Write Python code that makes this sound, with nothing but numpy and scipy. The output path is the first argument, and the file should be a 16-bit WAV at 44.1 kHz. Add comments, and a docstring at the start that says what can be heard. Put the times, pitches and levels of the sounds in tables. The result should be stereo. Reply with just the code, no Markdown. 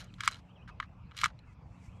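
"""An air rifle's lever and action, worked by hand outdoors, close to a two-port microphone.
Steel parts click and latch as short bursts of ringing modes with a noisy crack; sliding parts scrape as
dense noise grains. Behind them lie a low rumble with a faint wavering hum, a broad outdoor hush and a soft
rustle of cloth, all shaped noise but for the sine hum; distant birds whistle gliding sines with echoes."""
import sys
import numpy as np
from scipy import signal
from scipy.fft import rfft, irfft, next_fast_len
from scipy.io import wavfile
from scipy.ndimage import uniform_filter1d, map_coordinates

SR = 44100
rng = np.random.default_rng(int(sys.argv[2]) if len(sys.argv) > 2 else 0)


def unload_wav(signal):
    """Save mono or channel-first audio to the path in sys.argv[1] as 16-bit WAV at rate SR, clipped to [-1, 1]."""
    wavfile.write(
        sys.argv[1],
        SR,
        np.round(np.clip(np.atleast_2d(signal).T, -1, 1) * 32767).astype(np.int16),
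    )


def natural_amplitude(level_db):
    """Convert a level in decibels to a linear amplitude factor, elementwise."""
    exponent = np.asarray(level_db, float) / 20
    return 10 ** exponent


N = 88200


def unit(x):
    """Scaled to rms 1."""
    return x / np.sqrt(np.mean(x ** 2) + 1e-20)


def along(points, hz):
    """(frequency [Hz], value) points read on a log frequency axis."""
    f, value = np.transpose(points)
    return np.interp(np.log(hz + 1), np.log(f + 1), value)


def curves(rows, outside=None):
    """One value per sample for each column after the time."""
    s, *columns = np.transpose(rows)
    return [np.interp(np.arange(N) / SR, s, column, outside, outside) for column in columns]


def wobble(rate):
    """A smooth random curve with rate knots a second."""
    knots = rng.standard_normal(int(N * rate / SR) + 4)
    return map_coordinates(knots, [np.arange(N) * rate / SR])


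def filtered(x, response):
    """x passed through a complex response of frequency."""
    n = x.shape[-1]
    m = next_fast_len(n + 4096)
    return irfft(rfft(x, m) * response(np.fft.rfftfreq(m, 1 / SR)), m)[..., :n]


# How alike the ambient sound is at the two ports: (frequency [Hz], left-right likeness [0 to 1])
PORT_LIKENESS = [(40, 1), (180, 0.86), (550, 0.85), (1650, 0.14), (15000, 0.13)]


def ambient_noise(spectrum, patchy_db):
    """Stereo noise of rms 1, its gain patchy in time and frequency; likeness sets mid against side."""
    z = signal.stft(rng.standard_normal((2, N)), nperseg=512)[2]
    field = uniform_filter1d(rng.standard_normal(z.shape[1:]), size=6, axis=0)
    field = uniform_filter1d(field, size=10, axis=1)
    pair = signal.istft(z * natural_amplitude(patchy_db * unit(field)), nperseg=512)[1][:, :N]

    def response(hz):
        angle = np.arccos(np.clip(along(PORT_LIKENESS, hz), -1, 1)) / 2
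        return natural_amplitude(along(spectrum, hz)) * [np.cos(angle), np.sin(angle)]

    mid, side = filtered(pair, response)
    return unit(np.array([mid + side, mid - side]))


# Colour of the low rumble: (frequency [Hz], relative level [dB])
RUMBLE_COLOUR = [(15, -41), (25, -16.5), (50, -0.5), (115, -1.5), (190, -9.5), (320, -18.5), (500, -66)]


def rumble():
    """Low noise whose level drifts slowly."""
    return natural_amplitude(-53 + 1.4 * wobble(3.0)) * ambient_noise(RUMBLE_COLOUR, patchy_db=2.0)


# Tones of the faint hum: (frequency [Hz], mean rms level [dB])
HUM_TONES = [(119.5, -63.5), (179, -64.5)]


def hum():
    """Steady low sines that waver in level and phase."""
    t, out = np.arange(N) / SR, np.zeros(N)
    for hz, db in HUM_TONES:
        level = np.sqrt(2) * natural_amplitude(db + 2.5 * wobble(6))
        out += level * np.sin(2 * np.pi * hz * t + .6 * wobble(5))
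    return out


# Colour of the outdoor hush: (frequency [Hz], relative level [dB])
HUSH_COLOUR = [(150, -39), (400, 0.5), (1000, 3), (1400, -2.5), (1900, -10.5), (2550, -3), (3100, -15),
               (4000, -17.5), (6000, -26), (11000, -70)]


def hush():
    """Broad outdoor noise of even mean level."""
    return natural_amplitude(-64.5) * ambient_noise(HUSH_COLOUR, patchy_db=3.63)


# Swells of the cloth: (time [s], level [dB])
RUSTLE_LEVEL = [(0, -91), (.15, -76), (.6, -88.5), (1.445, -89), (1.47, -80.5), (1.535, -79.5),
                (1.56, -100), (1.67, -83), (1.8, -77), (1.865, -67.5), (1.9, -78.5), (2, -79)]
# Colour of the cloth: (frequency [Hz], relative level [dB])
CLOTH_COLOUR = [(800, -41), (2000, 6), (4000, -4.5), (5200, -0.5), (7500, 1.5), (10000, -10.5),
                (13500, -21), (16000, -59)]


def cloth():
    """Soft rustle: bright noise that swells and flutters."""
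    level_db = curves(RUSTLE_LEVEL)[0] + 1.5 * wobble(50)
    return natural_amplitude(level_db) * ambient_noise(CLOTH_COLOUR, patchy_db=1.2)


# Modes the steel action rings with: (frequency [Hz], level within its group [dB], t60 [s])
STEEL_MODES = [(1131, -2.5, 0.035), (1260, 3.5, 0.0084), (1400, -15, 0.027), (1655, -4.5, 0.0097),
               (2203, 5.5, 0.0097), (2936, -0.5, 0.015), (3210, 0.5, 0.012), (3660, 0.5, 0.01),
               (4046, -4, 0.027), (4840, 2, 0.0033), (5780, 0, 0.005), (6600, -6.5, 0.014),
               (7590, 0, 0.0027), (8780, -8, 0.0097)]
# Colour of scraping and cracks: (frequency [Hz], relative level [dB])
SCRAPE_COLOUR = [(500, -39), (850, -19.5), (1200, -3.5), (1900, -2), (2600, -4.5), (4000, -5), (5500, -4.5),
                 (8000, -16), (12000, -17.5), (15500, -41)]
# Parts sliding over each other, one list a stroke: (time [s], level [dB], brightness [dB per octave])
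SLIDE_STROKES = [
    [(0, -47, 1.5), (.03, -59, -3), (.09, -74, -5)],
    [(.18, -64.5, -20), (.215, -47, -4), (.23, -53, -5.5), (.25, -41.5, -2), (.272, -43.5, -8.5),
     (.295, -53.5, -3), (.31, -52.5, -5.5), (.36, -62.5, -3), (.41, -71, 0)],
    [(.675, -75, -3), (.681, -58, -4), (.7, -56, -8), (.72, -72, -9)],
    [(.8, -64.5, -7.5), (.835, -53, -24), (.87, -80, 4.5)],
    [(1.1, -83, -11), (1.164, -62.5, -4.5), (1.169, -54, 5), (1.183, -55, -4), (1.208, -48, 1),
     (1.228, -52, -2.5), (1.25, -34, -3.5), (1.275, -55.5, -3), (1.32, -63, -10.5)],
]


def scraping():
    """Dense uneven grains excite the steel modes; each stroke shifts between dull and bright."""
    grains_per_s, spread_db = 4800, 1.5
    density = (rng.random(N) < grains_per_s / SR) + 0.035  # grains over a faint continuous floor
    grains = rng.standard_normal(N) * density * natural_amplitude(spread_db * wobble(180))

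    def steel(f):
        total = 1
        for centre, _, t60 in STEEL_MODES:
            width = 4 / t60
            total = total + 110j * t60 * f * width / (centre ** 2 - f ** 2 + 1j * f * width)
        return total

    def tilted(slope):
        return lambda f: steel(f) * natural_amplitude(along(SCRAPE_COLOUR, f) + slope * np.log2(f / 2000 + .1))

    slopes = np.array([-9, -4, 0, 3])  # dB per octave, from dull to bright
    layers = [unit(filtered(grains, tilted(slope))) for slope in slopes]
    out = np.zeros(N)
    for rows in SLIDE_STROKES:
        level_db, brightness = curves(rows, outside=-150)
        fade_out = np.clip((rows[-1][0] - np.arange(N) / SR) * 60, 0, 1)
        # crossfade the two layers nearest in brightness
        blend = sum(np.interp(brightness, slopes, row) * x for row, x in zip(np.eye(len(slopes)), layers))
        out += fade_out * natural_amplitude(level_db) * blend
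    return out


# Contacts of steel parts, peak levels ahead of the port and reflection filters: (time [s],
# low ring [dB], middle ring [dB], high ring [dB], build-up [ms], favoured pitch [Hz])
STEEL_CONTACTS = [(.0425, -72, -59, -53, 1.8, 6600), (0.139, -57, -50, -56.5, 1.5, 4000),
                  (0.184, -49, -61, -67, 1.5, 1400), (0.2047, -28.5, -30, -34.5, 3.25, 1620),
                  (0.234, -29.5, -33.5, -41.5, 2.82, 1620), (.257, -62, -49, -39, 2.2, 4750),
                  (0.2725, -44, -42, -50, 0.8, 4170), (.276, -11, -17, -22.5, 1.52, 1177),
                  (0.286, -48, -30.5, -38, 1.4, 4266), (.3115, -73, -69, -44.5, 1.2, 6600),
                  (.3178, -52, -43, -44, 1.2, 4050), (.3247, -50, -41, -50, 1.5, 4100),
                  (.3322, -52, -42, -47, 1, 4050), (.3435, -53, -42, -46, 1.5, 4100),
                  (.3555, -55, -46, -58, 2.5, 4100), (0.675, -47, -57.5, -73, 3, 1620),
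                  (0.6905, -39, -57, -73, 1, 1490), (0.6975, -43.5, -65, -75, 1.2, 1320),
                  (0.7995, -22, -33, -47.5, 2.4, 1194), (0.8266, -32, -46.5, -76, 1.7, 1560),
                  (1.1109, -50, -53.5, -70, 1.42, 2600), (1.1164, -47.5, -51.5, -70, 1.49, 2800),
                  (1.1471, -52, -59, -66.5, 1, 1400), (1.1677, -70, -43, -43, 0.75, 2380),
                  (1.171, -58, -39, -62, 1, 2800), (1.1755, -46, -38, -39, 2.2, 4750),
                  (1.1862, -50, -38, -45, 1.5, 2875), (1.1885, -47, -32, -43, 1.3, 4100),
                  (1.2005, -52, -41, -46, 1.1, 4100), (1.2138, -38, -29, -33, 1.8, 2500),
                  (1.2344, -15.5, -28.5, -39.5, 1.135, 1260), (1.24, -16.5, -18, -22, 2.2, 1627),
                  (1.258, -16.5, -26, -34.5, 0.66, 1562), (1.39, -74, -53.5, -64, 1.06, 4120)]
# Centres of the low, middle and high rings: frequency [Hz]
RING_CENTRES = (1300, 3000, 7000)


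def clicks():
    """Each contact builds up, peaks with its modes nearly in step, then rings out with a noisy crack."""
    scatter_db = 2  # mode levels from blow to blow
    favour_db, favour_oct = 12, .12  # lift and half-width of the part that rings loudest
    crack_db, crack_t60_s = -6, .013
    out, t = np.zeros(N + SR), np.arange(4096) / SR
    hz, level, t60 = np.transpose(STEEL_MODES)[..., None]
    group = np.abs(np.log(hz / np.array(RING_CENTRES))).argmin(axis=1)[:, None]
    weights = [list(zip(RING_CENTRES, row)) for row in np.eye(len(RING_CENTRES))]
    for s, low, mid, high, build_ms, favoured in STEEL_CONTACTS:
        since_peak = t - build_ms / 1000
        rise = np.sin(np.pi / 2 * np.clip(t * 1000 / build_ms, 0, 1)) ** 2
        late = np.maximum(since_peak, 0)

        def dull(f):
            """Treble slope above the high centre, where the high ring is the weaker one."""
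            return min(high - mid, 0) * np.maximum(np.log2(f / RING_CENTRES[-1] + 1e-9), 0)

        lift = favour_db * np.exp(-.5 * (np.log2(hz / favoured) / favour_oct) ** 2)
        scatter = scatter_db * rng.standard_normal(hz.shape)
        # high modes stray further from step at the peak
        stray = .8 * hz / RING_CENTRES[0] * rng.standard_normal(hz.shape)
        decay_db = level + lift + dull(hz) + scatter - 60 * late / t60
        ring = rise * natural_amplitude(decay_db) * -np.cos(2 * np.pi * hz * since_peak + stray)
        crack = rng.standard_normal(len(t)) * natural_amplitude(-60 * late / crack_t60_s) * rise
        start = round(s * SR)
        for k, db in enumerate((low, mid, high)):
            part = (ring * (group == k)).sum(axis=0)
            band = filtered(crack, lambda f: natural_amplitude(along(SCRAPE_COLOUR, f) + dull(f)) * along(weights[k], f) ** 2)
            part = part / np.abs(part).max() + natural_amplitude(crack_db) * band / np.abs(band).max()
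            out[start:start + len(t)] += natural_amplitude(db) * part / np.abs(part).max()
    return out[:N]


# The rifle's level balance at the two ports: (frequency [Hz], left minus right [dB])
PORT_BALANCE = [(300, -.4), (1300, .7), (2400, 2), (4400, .8), (8000, -7.5), (15000, -5)]
# The rifle's phase at the two ports: (frequency [Hz], left leads by [rad])
PORT_LEAD = [(3000, -.2), (7700, -.7), (10000, .6), (13000, -.4)]
# Nearby reflections: (delay [s], level [dB])
REFLECTIONS = [(.0031, -12), (.0065, -14.5)]


def rifle():
    """Scraping and clicks at the two ports, with nearby reflections; small parts radiate little bass."""
    thin_hz, knock_db, skew_s = 817, -10, .00006
    parts = scraping() + clicks()
    highpass = signal.butter(4, thin_hz, "high", fs=SR, output="sos")
    x = natural_amplitude(knock_db) * parts + signal.sosfilt(highpass, parts)
    side = np.array([[.5], [-.5]])

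    def at_ports(f):
        direct = natural_amplitude(side * along(PORT_BALANCE, f)) * np.exp(1j * side * along(PORT_LEAD, f))
        back = 0
        for k, (delay, db) in enumerate(REFLECTIONS):
            # each reaches one port first, in turn right and left; the skew grows with frequency
            skew = side * skew_s * (-2) ** k * np.clip(f / RING_CENTRES[1], 0, 2)
            back = back + natural_amplitude(db) * np.exp(-2j * np.pi * f * (delay + skew))
        return direct * (1 + back)

    return filtered(x, at_ports)


# Bird notes, one list a gliding call: (time [s], pitch [Hz], level before echoes [dB])
BIRD_CALLS = [
    [(.055, 1920, -68), (.07, 2909, -72), (.09, 3200, -72.5), (.11, 2230, -59)],
    [(.476, 2650, -74), (.488, 2620, -73), (.515, 3280, -71), (.524, 2655, -74)],
    [(.555, 3350, -69), (.578, 2650, -68), (.6, 2430, -67), (.617, 2600, -70), (.635, 3300, -72)],
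    [(.708, 2500, -70), (.724, 2700, -68), (.736, 2130, -73)],
    [(1.48, 2750, -80), (1.54, 2100, -76)],
    [(1.468, 2190, -72.5), (1.515, 1980, -68)],
    [(1.74, 2200, -76), (1.8, 2400, -78)],
    [(1.735, 2700, -77), (1.8, 2550, -76), (1.86, 1950, -76), (1.89, 2404, -71), (1.96, 3460, -82),
     (2.01, 3190, -70.5)],
]


def birds():
    """Distant whistles: gliding, trembling sines, blurred by a short decaying noise echo."""
    fade_s, echo_db, echo_t60_s = .005, -4, .18
    t, out = np.arange(N) / SR, np.zeros(N)
    for rows in BIRD_CALLS:
        hz, level_db = curves(rows)
        hz = uniform_filter1d(hz, size=300)
        gate = np.clip(np.minimum(t - rows[0][0], rows[-1][0] - t) / fade_s, 0, 1)
        level = np.sqrt(2) * natural_amplitude(level_db + 2.5 * wobble(45))
        phase = 2 * np.pi * np.cumsum(hz * (1 + .018 * wobble(150))) / SR
        out += gate * level * np.sin(phase)
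    tail = rng.standard_normal((2, SR // 4)) * natural_amplitude(-60 * t[:SR // 4] / echo_t60_s)
    echo = signal.fftconvolve(out[None], tail / np.linalg.norm(tail[0]), axes=1)[:, :N]
    return out + natural_amplitude(echo_db) * echo


def scene():
    """Everything at the microphone: the place, the rifle close by and the birds far off."""
    place = rumble() + hum() + hush() + cloth()
    return place + rifle() + birds()


def band_limit(x):
    """A steep low-pass at the top of the band."""
    return signal.sosfilt(signal.butter(12, 16420, fs=SR, output="sos"), x)


def record(dry):
    """The finished mix, as it is kept."""
    return band_limit(dry)


dry = scene()
out = record(dry)
unload_wav(out)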